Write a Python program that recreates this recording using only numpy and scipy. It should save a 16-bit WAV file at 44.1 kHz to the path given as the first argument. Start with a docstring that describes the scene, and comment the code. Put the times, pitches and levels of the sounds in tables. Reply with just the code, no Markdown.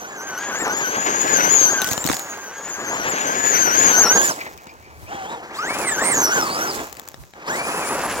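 """On a gravel yard, a radio-controlled electric truck slides in circles, twice right past a phone on the
ground, then coasts and pulls away again. Meshing gear teeth whine and rattle with the throttle; random
grain collisions make the tyres' crunch and flying grit. Thrown stones, as decaying modes with a noisy
crack, strike the phone and the ground around it. Light air rumbles independently on two microphone ports."""
import sys
import numpy as np
from scipy import signal
from scipy.fft import rfft, irfft, next_fast_len
from scipy.io import wavfile
from scipy.ndimage import uniform_filter1d, minimum_filter1d, map_coordinates

SR = 44100
rng = np.random.default_rng(int(sys.argv[2]) if len(sys.argv) > 2 else 0)


def wav_out(sig):
    """Save sig, one row per channel (or a flat mono array), as 16-bit PCM at SR to the path in sys.argv[1]."""
    wavfile.write(sys.argv[1], SR, np.round(np.clip(np.atleast_2d(sig).T, -1, 1) * 32767).astype(np.int16))


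N = 361619
T = np.arange(N) / SR  # time in seconds

# Teeth on the spur gear that meets the motor's pinion, and on the differential's drive gear.
SPUR_TEETH, DIFF_TEETH = 53, 13
CRUISE_HZ = 6500  # whine frequency at cruising speed
TOP_HZ = 16100    # upper edge of the sound

# Motor speed in circles, sagging as the tyres bite. Each row: time in seconds, pinion whine in Hz.
CIRCLING_SPEED = [(0.0, 6211), (0.06, 5981), (0.09, 6837), (0.15, 6759), (0.2, 5943), (0.25, 6600),
                  (0.37, 5880), (0.4, 6587), (0.5, 6760), (0.53, 6070), (0.62, 7514), (0.68, 5550),
                  (0.76, 6820), (0.8, 7040), (0.86, 6050), (1.06, 6980), (1.09, 6500), (1.32, 6990),
                  (1.4, 5970), (1.49, 6250), (1.52, 6950), (1.68, 6140), (1.72, 6710), (1.85, 6010),
                  (2.04, 7500), (2.09, 6440), (2.15, 6880), (2.46, 6421), (2.5, 5978), (2.54, 6530),
                  (2.69, 6961), (2.76, 6250), (2.82, 7030), (2.88, 6210), (2.96, 7110), (3.02, 5744),
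                  (3.1, 7351), (3.15, 6230), (3.23, 6970), (3.28, 6220), (3.4, 6945), (3.51, 6839),
                  (3.56, 5920), (3.6, 6520), (3.7, 5770), (3.82, 6930), (3.95, 6054), (4.02, 6540),
                  (4.07, 5484), (4.15, 6650), (4.2, 6485), (4.27, 7237)]
# Motor speed as it coasts, creeps, dashes past, stops and pulls away.
# Each row: time in seconds, pinion whine in Hz.
DASHING_SPEED = [(4.309, 5700), (4.37, 2000), (4.405, 2300), (4.45, 1900), (4.55, 2400), (5.059, 2198),
                 (5.136, 3370), (5.243, 3050), (5.335, 3923), (5.45, 2250), (5.497, 1600), (5.59, 4802),
                 (5.661, 6664), (5.698, 8970), (5.795, 10680), (5.975, 5900), (6.059, 8710), (6.11, 8755),
                 (6.152, 6836), (6.29, 5520), (6.356, 6705), (6.466, 4544), (6.513, 4322), (6.644, 6226),
                 (6.732, 4322), (6.9, 2392), (7.2, 900), (7.31, 250.7), (7.36, 1499), (7.441, 2500),
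                 (7.508, 6595), (7.574, 9090), (7.71, 10440), (7.8, 10700), (7.857, 9080), (7.925, 10620),
                 (8.101, 11020), (8.161, 9240), (8.2, 9700)]
# Position of the truck. Each row: time in seconds, distance in m, lag of the left port behind the right
# in ms, how squarely the gearbox faces the phone in dB.
TRUCK_PATH = [(0, 5.5, .27, -0.5), (.23, 4.9, 0.13, -1), (.5, 2.7, -0.085, -1.5), (.85, 2.17, -.24, -3),
              (1.05, 1.91, -0.35, -3), (1.4, 1.2, -0.4, -1), (1.65, 1.7, -0.27, 7.5),
              (1.9, 3.16, 0.12, 1.5), (2.2, 4.47, 0.16, 0.5), (2.55, 6.4, 0.039, 3.5),
              (2.76, 4.4, -.11, 1.5), (2.9, 2.36, -0.18, -1.5), (3.3, 1.67, -0.37, -7.5),
              (3.52, 1.37, -0.42, 0.5), (3.87, 1.095, -0.38, 3), (4.2, 1.1, .24, 0.5),
              (4.42, 2.1, 0.33, -2.5), (4.7, 2.94, 0.35, 3.5), (5.3, 2.68, 0.23, 4.5),
              (5.65, 2.6, 0.134, -7.5), (5.95, 2.3, 0.088, 2), (6.2, 1.27, 0.18, 1), (6.5, 1.5, .26, -2.5),
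              (6.65, 1.8, 0.26, -0.5), (7.5, 2.7, 0.22, -10.5), (8.2, 2.62, -0.0031, -9)]
# Squeezes of the throttle or brake. Each row: start in seconds, length in seconds, pinion level in dB,
# differential level in dB, flying grit level in dB.
THROTTLE_SQUEEZES = [(-.1, 4.39, 0, -2, -17.5), (4.357, .09, 5.5, -33, -20), (5.073, 0.28, -6, 3, -17),
                     (5.42, 0.099, 3.5, -22, -41), (5.527, 1.276, -2, 1.5, -11),
                     (7.344, 0.13, -16, -21, -31), (7.455, 0.74, 5, -0.5, -9)]
THROTTLE_ATTACK_S, THROTTLE_RELEASE_S = 0.024, 0.058
# Wheel hop, which unloads the gears. Each row: time in seconds, backlash as a factor.
WHEEL_HOP = [(0, 1.4), (4.2, 1.27), (4.4, 2.4), (5.5, 1.17), (5.7, 1), (6.15, 2.63), (6.4, 2.2),
             (6.85, 2.4), (7.5, 0.85), (7.7, 2), (8.2, 1.4)]
# Load on the differential, high where the tyres bite. Each row: time in seconds, level in dB.
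DIFF_LOAD = [(0, -4), (.5, 1.5), (.87, 2), (1.1, -4), (1.45, 1), (1.6, -2.5), (1.78, 9), (2, -7.5),
             (2.6, -2.5), (3.35, -2), (3.85, 0.5), (4.1, 0), (4.3, 1.5), (5.1, 2.5), (5.8, 1.5),
             (6.08, 3.5), (6.22, -7.5), (6.35, -2), (6.65, -2), (6.8, -9.5), (7.48, 3.5), (7.6, 5),
             (8.2, -7)]

# Radiation of each gear's tone by the housing. Each row: frequency in Hz, level in dB.
PINION_RESPONSE = [(2000, -14.5), (3200, -17.5), (4500, -9.5), (5700, -5), (6500, 1), (7200, 0),
                   (8800, -3.5), (10500, -2)]
DIFF_RESPONSE = [(700, -11), (1200, -4), (1500, 1.5), (1720, -2), (2000, -0.5), (2600, -10)]
# Pitch preference of the two ports. Each row: frequency in Hz, left minus right in dB.
PORT_BALANCE = [(3000, 11), (6500, 3.5), (7300, 5.5), (8500, -10), (10500, -12)]

# Spectrum of the whine's second harmonic. Each row: frequency in Hz, relative level in dB per Hz.
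OVERTONE_SPECTRUM = [(3000, -7.5), (6800, 7.5), (9000, 3), (11000, -0.5), (12200, 5.5), (13300, -19.5),
                     (14000, -5.5), (14400, 4), (14900, -10), (16000, 4.5)]
# Rattle through the resonant gearbox housing. Each row: frequency in Hz, relative level in dB per Hz.
HOUSING_SPECTRUM = [(2000, -43.5), (3800, -8), (5000, -18), (6500, -3.5), (7600, -7.5), (8800, -20.5),
                    (10500, -24.5), (12300, -17), (14000, -13.5), (16000, -24)]
# Clatter of loose shafts and gears. Each row: frequency in Hz, relative level in dB per Hz.
RATTLE_SPECTRUM = [(600, -19), (1200, 1.5), (1650, 5), (2200, 1), (3000, -5), (3600, -9.5), (5000, -11),
                   (6600, -10.5), (7600, -18.5), (9000, -44), (16000, -36)]
# Sand and stones leaving the tyres. Each row: frequency in Hz, relative level in dB per Hz.
GRIT_SPECTRUM = [(1000, -20), (2500, 2), (3700, -0.5), (5200, 7), (6200, 5.5), (7400, 12.5), (8400, 3),
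                 (12000, -0.5), (16000, -1.5)]
# Tread blocks crunching gravel. Each row: frequency in Hz, relative level in dB per Hz.
TYRE_SPECTRUM = [(200, -21), (350, -9), (550, -2), (850, 2.5), (1200, -0.5), (1800, -10), (2600, -23.5),
                 (6000, -35)]
# Drumming of the plastic shell. Each row: frequency in Hz, relative level in dB per Hz.
SHELL_SPECTRUM = [(50, -28.5), (110, -10), (180, -5.5), (260, -1.5), (400, 1), (560, -2.5), (900, -25),
                  (2000, -55)]
# Ticks of landing grit. Each row: frequency in Hz, relative level in dB per Hz.
PEBBLE_SPECTRUM = [(200, -17), (700, 8), (2500, 3), (4500, 1), (7000, 7), (9000, -8), (16000, 3)]
# Air buffeting a port. Each row: frequency in Hz, relative level in dB per Hz.
WIND_SPECTRUM = [(20, -37), (45, -5), (70, 3.5), (110, -2.5), (200, -11.5), (600, -33)]
# Steady background of the yard. Each row: frequency in Hz, relative level in dB per Hz.
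YARD_SPECTRUM = [(30, -5.5), (150, -3), (400, -30), (1000, -18.5), (2500, -11.5), (7000, -2),
                 (10000, -25.5), (16000, -35)]

# Air rumble. Each row: time in seconds, level in dB before a common gain.
AIR_RUMBLE = [(0.0, -70), (0.32, -67), (1.48, -52), (1.6, -63), (2.12, -39), (2.21, -64), (2.92, -54),
              (3.04, -39), (3.22, -54), (3.45, -47), (4.52, -55), (5.02, -41.5), (5.6, -62), (5.78, -44),
              (6.51, -58), (6.85, -43), (7.15, -57), (7.22, -42), (7.45, -69), (7.65, -56), (8.13, -47),
              (8.2, -43)]
# Jolts as the wheels land or grab the gravel. Each row: start in seconds, extra churn in dB
# against the rolling level.
WHEEL_JOLTS = [(.65, -6.5), (1.06, -3), (1.375, -6.5), (2.32, -6), (3.11, -4), (4.465, -7), (5.118, -10),
               (6.345, -4), (6.585, -3.5), (6.791, -2), (7.477, 2.5)]
JOLT_HOLD_S, JOLT_ATTACK_S, JOLT_RELEASE_S = 0.011, 0.004, 0.033
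# Thrown stones. Each row: start in seconds, peak in dB before a common gain, thump in dB before a common
# gain, brightness in dB, left minus right in dB.
THROWN_STONES = [(0.6802, -11, -19, 4, -6), (1.5297, -4, -16, -9, 11), (1.818, 16, -30, -1, 15),
                 (1.824, -6, -10, -8, 43), (1.8447, 6, -22, 12, 22), (1.864, -6, -17, 5, 22),
                 (1.8733, -1.5, -15, 11, 12), (1.8893, -1, -17, 3, 14), (1.9131, 0, -7, 7, 8),
                 (1.916, -2.5, 2, -11, -20), (1.9252, -4, -14, 7, 13), (1.933, 2, -22, 16, 18),
                 (1.9784, 4, -15, -11, 17), (2.0419, 1, -23, 1, 23), (2.0519, -5, 5, 6, 10),
                 (2.059, -4, 3, 1, -22), (2.0647, 4, -18, 14, 12), (2.0742, 10, -24, 3, 17),
                 (2.0894, -3, -29, -15, -2), (2.0987, 3.5, -6, -24, -8), (2.1017, -1, 7, 1, 22),
                 (2.1077, -5, -19, 6, 18), (2.116, -2, -25, -16, 2), (2.129, -0.5, -28, 0, 12),
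                 (2.134, -2, -10, -25, -9), (2.1444, -3.5, -18, 9, -16), (2.168, -5.5, -33, 12, 2),
                 (2.195, -3, -25, 12, 17), (2.333, -27, -10, -28, -8), (4.2161, -3.5, -21, 6, 2),
                 (4.467, -16.5, -21, -55, 5), (4.577, -17, -9, 10, 13), (4.67, -21, 0, -12, 3),
                 (6.412, -5.5, -18, 2, -6), (6.7931, -18, -24, -12, -5), (6.8696, -17, -17, 3, 2),
                 (6.9276, -8, -23, 15, 10), (6.9698, -12, -10, 1, 15), (6.9968, -6.5, -33, 17, 6),
                 (7.077, -16, -27, 4, 1), (7.087, -10.5, -33, 19, 13), (7.1432, -14, -29, -12, 9),
                 (7.2373, -26.5, -11, -26, 2), (7.2772, -36, -19, -7, 6), (7.3366, -22.5, -27, -25, 7)]
# Modes of a stone's knock. Each row: frequency in Hz before random detuning, 60 dB decay time in seconds,
# level in dB before the stone's brightness.
KNOCK_MODES = [(885, 0.018, -9.5), (1710, 0.0041, 4), (2480, 0.012, -6), (3780, 0.0091, 1.5),
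               (6520, 0.0036, 8.5), (9200, 0.0027, -31.5), (13970, 0.0046, 3.5)]
# Grit thrown at the phone by the spinning tyres. Each row: start in seconds, length in seconds,
# spray level in dB, landing tick level in dB.
GRIT_SHOWERS = [(1.819, 0.095, -30.5, -38), (2.037, 0.099, -30.5, -43), (4.21, 0.058, -25, -40.5),
                (6.019, 0.09, -30, -55), (6.318, 0.45, -36.5, -41)]
SHOWER_ATTACK_S, SPRAY_RELEASE_S, LANDING_RELEASE_S = 0.023, 0.06, 0.24

# Reference levels in dB, before the laws of distance, speed, load and resonance.
PINION_DB, DIFF_DB, TYRE_DB, RATTLE_DB, GRIT_DB = -14, -21.5, -21.5, -25.5, -19.5
# Shares in dB that remain with the throttle off.
COAST_GEARS_DB, COAST_DIFF_DB, COAST_TYRES_DB = -15, -38.5, -9.5
# Rise of tyre noise per tenfold speed; fall per tenfold distance of the whine, which grazes the ground.
SPEED_LAW_DB, WHINE_FALL_DB = 16, 36.5
# Drumming against crunch at 1 m, and its fall per tenfold distance, in dB.
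DRUM_DB, DRUM_FALL_DB = -3, 3.5


def undb(db):
    """An amplitude ratio is ten to the power of decibels over twenty."""
    return 10 ** (np.asarray(db) / 20)


def unit(x):
    """Root-mean-square normalisation gives a signal unit power."""
    return x / np.sqrt(np.mean(x ** 2))


def curves(table):
    """Linear interpolation turns each column of a table into a function of time."""
    s, *columns = np.transpose(table)
    return [np.interp(T, s, c) for c in columns]


def colour(x, points):
    """Spectral shaping: each frequency is weighted on a log-frequency curve, then scaled to rms 1."""
    hz, db = np.transpose(points)
    size = next_fast_len(N)
    f = np.maximum(np.fft.rfftfreq(size, 1 / SR), 1)
    gain = undb(np.interp(np.log(f), np.log(hz), db))
    return unit(irfft(rfft(x, size) * gain, size)[..., :N])


def walk(rate):
    """Smoothed random steps, changing rate times a second, give a fluctuation of rms 1."""
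    k = max(int(SR / rate), 1)
    steps = np.repeat(rng.standard_normal(N // k + 1), k)
    return unit(uniform_filter1d(steps, k)[:N])


def grains(rate, spread_db):
    """Granular impact noise: random tiny collisions, many weak and a few strong."""
    size = undb(spread_db * np.minimum(rng.exponential(size=N), 2 * np.e))
    struck = rng.random(N) < rate / SR
    return struck * size * rng.standard_normal(N)


def swell(start, length, attack_s, release_s):
    """An envelope rises linearly, holds, then decays exponentially."""
    rise = np.clip((T - start) / attack_s, 0, 1)
    return rise * np.exp(-np.maximum(T - start - length, 0) / release_s)


def throttle():
    """Motor torque sets the drive (0-1) and the gains of the pinion, differential and flying grit."""
    total = 0
    for start, length, *db in THROTTLE_SQUEEZES:
        squeeze = swell(start, length, THROTTLE_ATTACK_S, THROTTLE_RELEASE_S)
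        total = total + np.outer([1, *undb(db)], squeeze)
    drive, *gains = total
    return np.minimum(drive, 1), *gains


def response(hz, points):
    """Resonance: the level in dB of a gliding tone follows a body's response at its frequency."""
    at_hz, db = np.transpose(points)
    return np.interp(np.log(hz), np.log(at_hz), db)


def pinion(turn, slack, wobble=0.55, sway=1.0, throb=0.21, slip=0.47, flutter_db=1.0,
           chatter_db=-14, skirt_db=-22, second_db=-23, side_db=-28):
    """Gear mesh on a slightly eccentric spur gear: backlash and bumps modulate its phase and force."""
    # the drive joints sway the speed about every second turn of the spur gear
    swaying = sway * np.sin(turn / 2 + 2.3 * walk(25))
    jitter = slack * (slip * walk(260) + 1.38 * walk(45))
    eccentric = wobble * np.sin(turn + 1.0 * walk(30)) * (0.44 + 0.36 * walk(13))
    mesh = SPUR_TEETH * turn + eccentric + swaying + jitter
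    flutter = undb(np.sqrt(slack) * (flutter_db * walk(90) + 2.0 * walk(30)))
    force = (1 + throb * np.sin(turn + 1)) * flutter
    second = colour(np.sin(2 * mesh + 1.6 * walk(700)), OVERTONE_SPECTRUM)
    tone = np.sin(mesh) + slack * undb(second_db) * second
    # the differential's teeth pulse the load and put weak lines under the whine
    for order, db in ((1, side_db + 6), (2, side_db + 0.5)):
        tone = tone + undb(db) * np.sin(mesh - order * DIFF_TEETH * turn - turn + walk(400))
    # uneven tooth impacts spread a narrow and a wide skirt round the line
    for rate, db in ((800, chatter_db), (2500, skirt_db)):
        skirt = walk(rate) * np.sin(mesh) + walk(rate) * np.cos(mesh)
        tone = tone + slack * undb(db) * skirt / np.sqrt(2)
    skirt_power = slack ** 2 * (undb(2 * chatter_db) + undb(2 * skirt_db))
    return tone * force * np.sqrt(2 / (1 + skirt_power))


def differential(turn, hop, slip=0.18, flutter_db=3, second_db=-15, third_db=-21):
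    """Bevel-gear mesh two octaves lower: phase noise grows with harmonic order and with wheel hop."""
    mesh = DIFF_TEETH * turn + hop ** 2 * slip * walk(300) + 0.86 * walk(40)
    second = undb(second_db) * np.sin(2 * mesh + walk(500))
    third = undb(third_db) * np.sin(3 * mesh + 2 * walk(600))
    tone = np.sin(mesh) + second + third
    return unit(tone * undb(flutter_db * walk(120)))


def rattle(turn, spectrum, depth=0.11):
    """Impact noise of loose shafts and gears, modulated to be hardest once a turn."""
    strength = (1 + depth * np.sin(turn)) * undb(2.2 * walk(60))
    return colour(grains(12000, 1.4) * strength, spectrum)


def grit():
    """Granular ejection: sand and small stones fly off the tyres in irregular spurts."""
    spurts = undb(3.3 * walk(45))
    return colour(grains(9000, 2.9) * spurts, GRIT_SPECTRUM)


def tyres(drum_db, lumps_db=2.24):
    """Granular excitation: tread blocks crunch the gravel and drum the plastic shell."""
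    bumps = undb(lumps_db * walk(55))
    drum = undb(drum_db)
    crunch = colour(grains(6000, 1.5) * bumps, TYRE_SPECTRUM)
    drumming = colour(grains(5000, 2.2) * bumps, SHELL_SPECTRUM)
    return (crunch + drum * drumming) / np.sqrt(1 + drum ** 2)


def delayed(x, lag_s):
    """Propagation delay: a sound is read at a moving lag by cubic interpolation."""
    return map_coordinates(x, [(T - lag_s) * SR], order=3, mode="nearest")


def ports(x, lag_ms, pan_db):
    """Differences of arrival time and level between two ports place a source to one side."""
    half_s = lag_ms / 2000
    gains = undb(np.array([pan_db, -pan_db]) / 2)
    pair = np.array([delayed(x, half_s), delayed(x, -half_s)])
    return pair * gains / np.sqrt(np.mean(gains ** 2, axis=0))


def spread(source, gain, lag_ms, pan_db, wide_db):
    """Partial coherence: a gritty source comes from the truck and, unlike at each port, from all round."""
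    wide = undb(wide_db) * np.array([source(), source()])
    direct = ports(source() * gain, lag_ms, pan_db)
    return (direct + wide * gain) / np.sqrt(1 + undb(2 * wide_db))


def scatter(x, t60_s):
    """Diffuse reflection: convolution with decaying noise, different at each port."""
    t = T[:SR // 2]
    tail = rng.standard_normal((2, len(t))) * np.exp(-np.log(1000) * t / t60_s)
    tail = tail / np.sqrt(np.sum(tail ** 2, axis=1, keepdims=True))
    return signal.fftconvolve(x, tail, axes=1)[:, :N]


def outdoors(air_gain_db=-2, yard_db=-61):
    """Turbulence: light air buffets each port on its own, over the faint rush of the trees."""
    air_db, = curves(AIR_RUMBLE)
    gusts_db = 3.5 * walk(12)
    air = colour(rng.standard_normal((2, N)), WIND_SPECTRUM)
    trees = colour(rng.standard_normal((2, N)), YARD_SPECTRUM)
    return air * undb(air_db + air_gain_db + gusts_db) + undb(yard_db) * trees


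def jolts():
    """Transient contact force raises the gain of the churn as the wheels hit and settle."""
    extra = sum(undb(db) * swell(s, JOLT_HOLD_S, JOLT_ATTACK_S, JOLT_RELEASE_S) for s, db in WHEEL_JOLTS)
    return 1 + extra


def stones(crack_s=0.00029, crack_db=4, tail_s=0.0024, tail_db=-9, thump_hz=230, thump_s=0.0022,
           thump_db=-5, gain_db=-2, highpass_hz=105):
    """Modal impact: each stone gives a crack, a gritty knock and a thump, strong where it hits the case."""
    out, t = np.zeros((2, N + SR)), T[:SR // 20]
    hz, t60, db = np.transpose(KNOCK_MODES)[:, :, None]
    for s, peak_db, low_db, bright_db, pan_db in THROWN_STONES:
        pitch = np.exp(0.14 * rng.standard_normal((2, len(KNOCK_MODES), 1)))
        # big, dull stones stay in contact longer than small, sharp ones
        contact = np.interp(bright_db, [-15, 5], [2.2, 1])
        scrape = np.exp(-t / (tail_s * contact)) * rng.standard_normal((2, len(t)))
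        mode_gain = undb(db + bright_db * np.log10(hz / 3000))
        modes = mode_gain * np.exp(-np.log(1000) * t / t60) * np.sin(2 * np.pi * hz * pitch * t)
        crack = undb(crack_db) * np.exp(-t / crack_s) * rng.standard_normal((2, len(t)))
        burst = crack + undb(tail_db) * scrape
        # the scrape keeps feeding the knock for a moment
        knock = modes.sum(axis=1)
        knock = knock + 0.04 * signal.fftconvolve(knock, scrape, axes=1)[:, :len(t)]
        click = knock + undb(bright_db / 2) * burst
        thump_tone = np.sin(2 * np.pi * thump_hz * pitch[:, 0] ** 2 * t)
        thump = undb(thump_db + low_db) * np.exp(-t / thump_s) * thump_tone
        pan = undb(np.array([[pan_db], [-pan_db]]) / 2)
        hit = (click / np.abs(click).max() + thump) * pan
        i = int(s * SR)
        out[:, i:i + len(t)] += hit / np.abs(hit).max() * undb(peak_db + gain_db)
    highpass = signal.butter(2, highpass_hz, "high", fs=SR, output="sos")
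    return signal.sosfilt(highpass, out[:, :N])


def showers():
    """Ballistic delay: the gain of grit landing lingers after that of the spray thrown at the phone."""
    spray, landing = 0, 0
    for s, length, spray_db, landing_db in GRIT_SHOWERS:
        spray = spray + undb(spray_db) * swell(s, length, SHOWER_ATTACK_S, SPRAY_RELEASE_S)
        landing = landing + undb(landing_db) * swell(s, length, SHOWER_ATTACK_S, LANDING_RELEASE_S)
    return spray, landing


def patter(rate=260, spread_db=1.5):
    """Sparse random impacts: small grit lands in lone ticks, some nearer each port."""
    left, right = (colour(grains(rate, spread_db), PEBBLE_SPECTRUM) for _ in range(2))
    return np.array([left + 0.5 * right, right + 0.5 * left])


def scene(housing_db=-17, shade_db_per_ms=-8, whine_shade_db_per_ms=-34, rattle_left_db_per_ms=8,
          near_db=-15, trees_db=-27, loose=1.7):
    """Superposition: speed, throttle and distance set the truck's layers; reflections, stones and air add."""
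    whine_hz, = curves([*CIRCLING_SPEED, *DASHING_SPEED])
    metres, lag_ms, facing_db = curves(TRUCK_PATH)
    hop, = curves(WHEEL_HOP)
    load_db, = curves(DIFF_LOAD)
    drive, on_pinion, on_diff, digging = throttle()
    thrown, landing = showers()
    shaft_hz = whine_hz / SPUR_TEETH
    turn = 2 * np.pi * np.cumsum(shaft_hz) / SR

    # the gears sing under load, loudest where they meet a resonance
    power_db = 20 * np.log10(on_pinion + undb(COAST_GEARS_DB) * (1 - drive))
    pinion_db = PINION_DB + response(whine_hz, PINION_RESPONSE) + facing_db
    pinion_db = pinion_db - WHINE_FALL_DB * np.log10(metres) + power_db
    diff_db = DIFF_DB + load_db + response(DIFF_TEETH * shaft_hz, DIFF_RESPONSE)
    diff_gain = undb(diff_db) * (on_diff + undb(COAST_DIFF_DB)) / metres

    # the wheels grow louder with speed and dig in under power
    rolling = undb(SPEED_LAW_DB * np.log10(whine_hz / CRUISE_HZ)) / metres
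    churning = rolling * jolts() * (drive + undb(COAST_TYRES_DB) * (1 - drive))

    # lightly loaded teeth bounce in their backlash; at low speed they touch only in chirps
    slack = hop * np.interp(pinion_db, [-38, -16], [loose, 1])
    chirps_db = np.interp(shaft_hz, [42, 58], [6, 0]) * (walk(35) - 0.5)

    # the phone shades the far port, more so in the treble
    side_db = shade_db_per_ms * lag_ms
    beam_db = whine_shade_db_per_ms * lag_ms + response(whine_hz, PORT_BALANCE)
    whine = ports(pinion(turn, slack) * undb(pinion_db + chirps_db), lag_ms, beam_db)
    whine += ports(differential(turn, hop) * diff_gain, lag_ms, side_db + 3.5)
    housing_gain = undb(pinion_db + housing_db)
    housing = spread(lambda: rattle(turn, HOUSING_SPECTRUM), housing_gain, lag_ms, side_db, wide_db=8.5)

    # the drivetrain rattles hardest while the truck is on the left, its gearbox side towards the phone
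    clatter_gain = churning * undb(RATTLE_DB - rattle_left_db_per_ms * lag_ms)
    clatter = spread(lambda: rattle(turn, RATTLE_SPECTRUM), clatter_gain, lag_ms, side_db + 2.5, wide_db=-6.5)
    spray_gain = np.hypot(rolling * digging * undb(GRIT_DB), thrown)
    spray = spread(grit, spray_gain, lag_ms, side_db - 0.5, wide_db=10.5)
    drum_db = DRUM_DB - DRUM_FALL_DB * np.log10(metres)
    churn_gain = churning * undb(TYRE_DB)
    churn = spread(lambda: tyres(drum_db), churn_gain, lag_ms, 0.38 * side_db + 0.8, wide_db=-16.5)

    truck = whine + housing + clatter + spray + churn
    echoes = undb(near_db) * scatter(whine, 0.018) + undb(trees_db) * scatter(truck, 0.32)
    return truck + echoes + stones() + landing * patter() + outdoors()


def record(dry, ceiling=0.91):
    """Peak limiting by a smoothed gain holds down the loudest peaks, then a low-pass cuts the top."""
    size = SR // 200  # 5 ms
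    needed = ceiling / np.maximum(np.abs(dry), ceiling)
    gain = uniform_filter1d(minimum_filter1d(needed, size, axis=1), size, axis=1)
    lowpass = signal.ellip(10, 0.2, 80, TOP_HZ, fs=SR, output="sos")
    return signal.sosfilt(lowpass, dry * gain)


dry = scene()
out = record(dry)
wav_out(out)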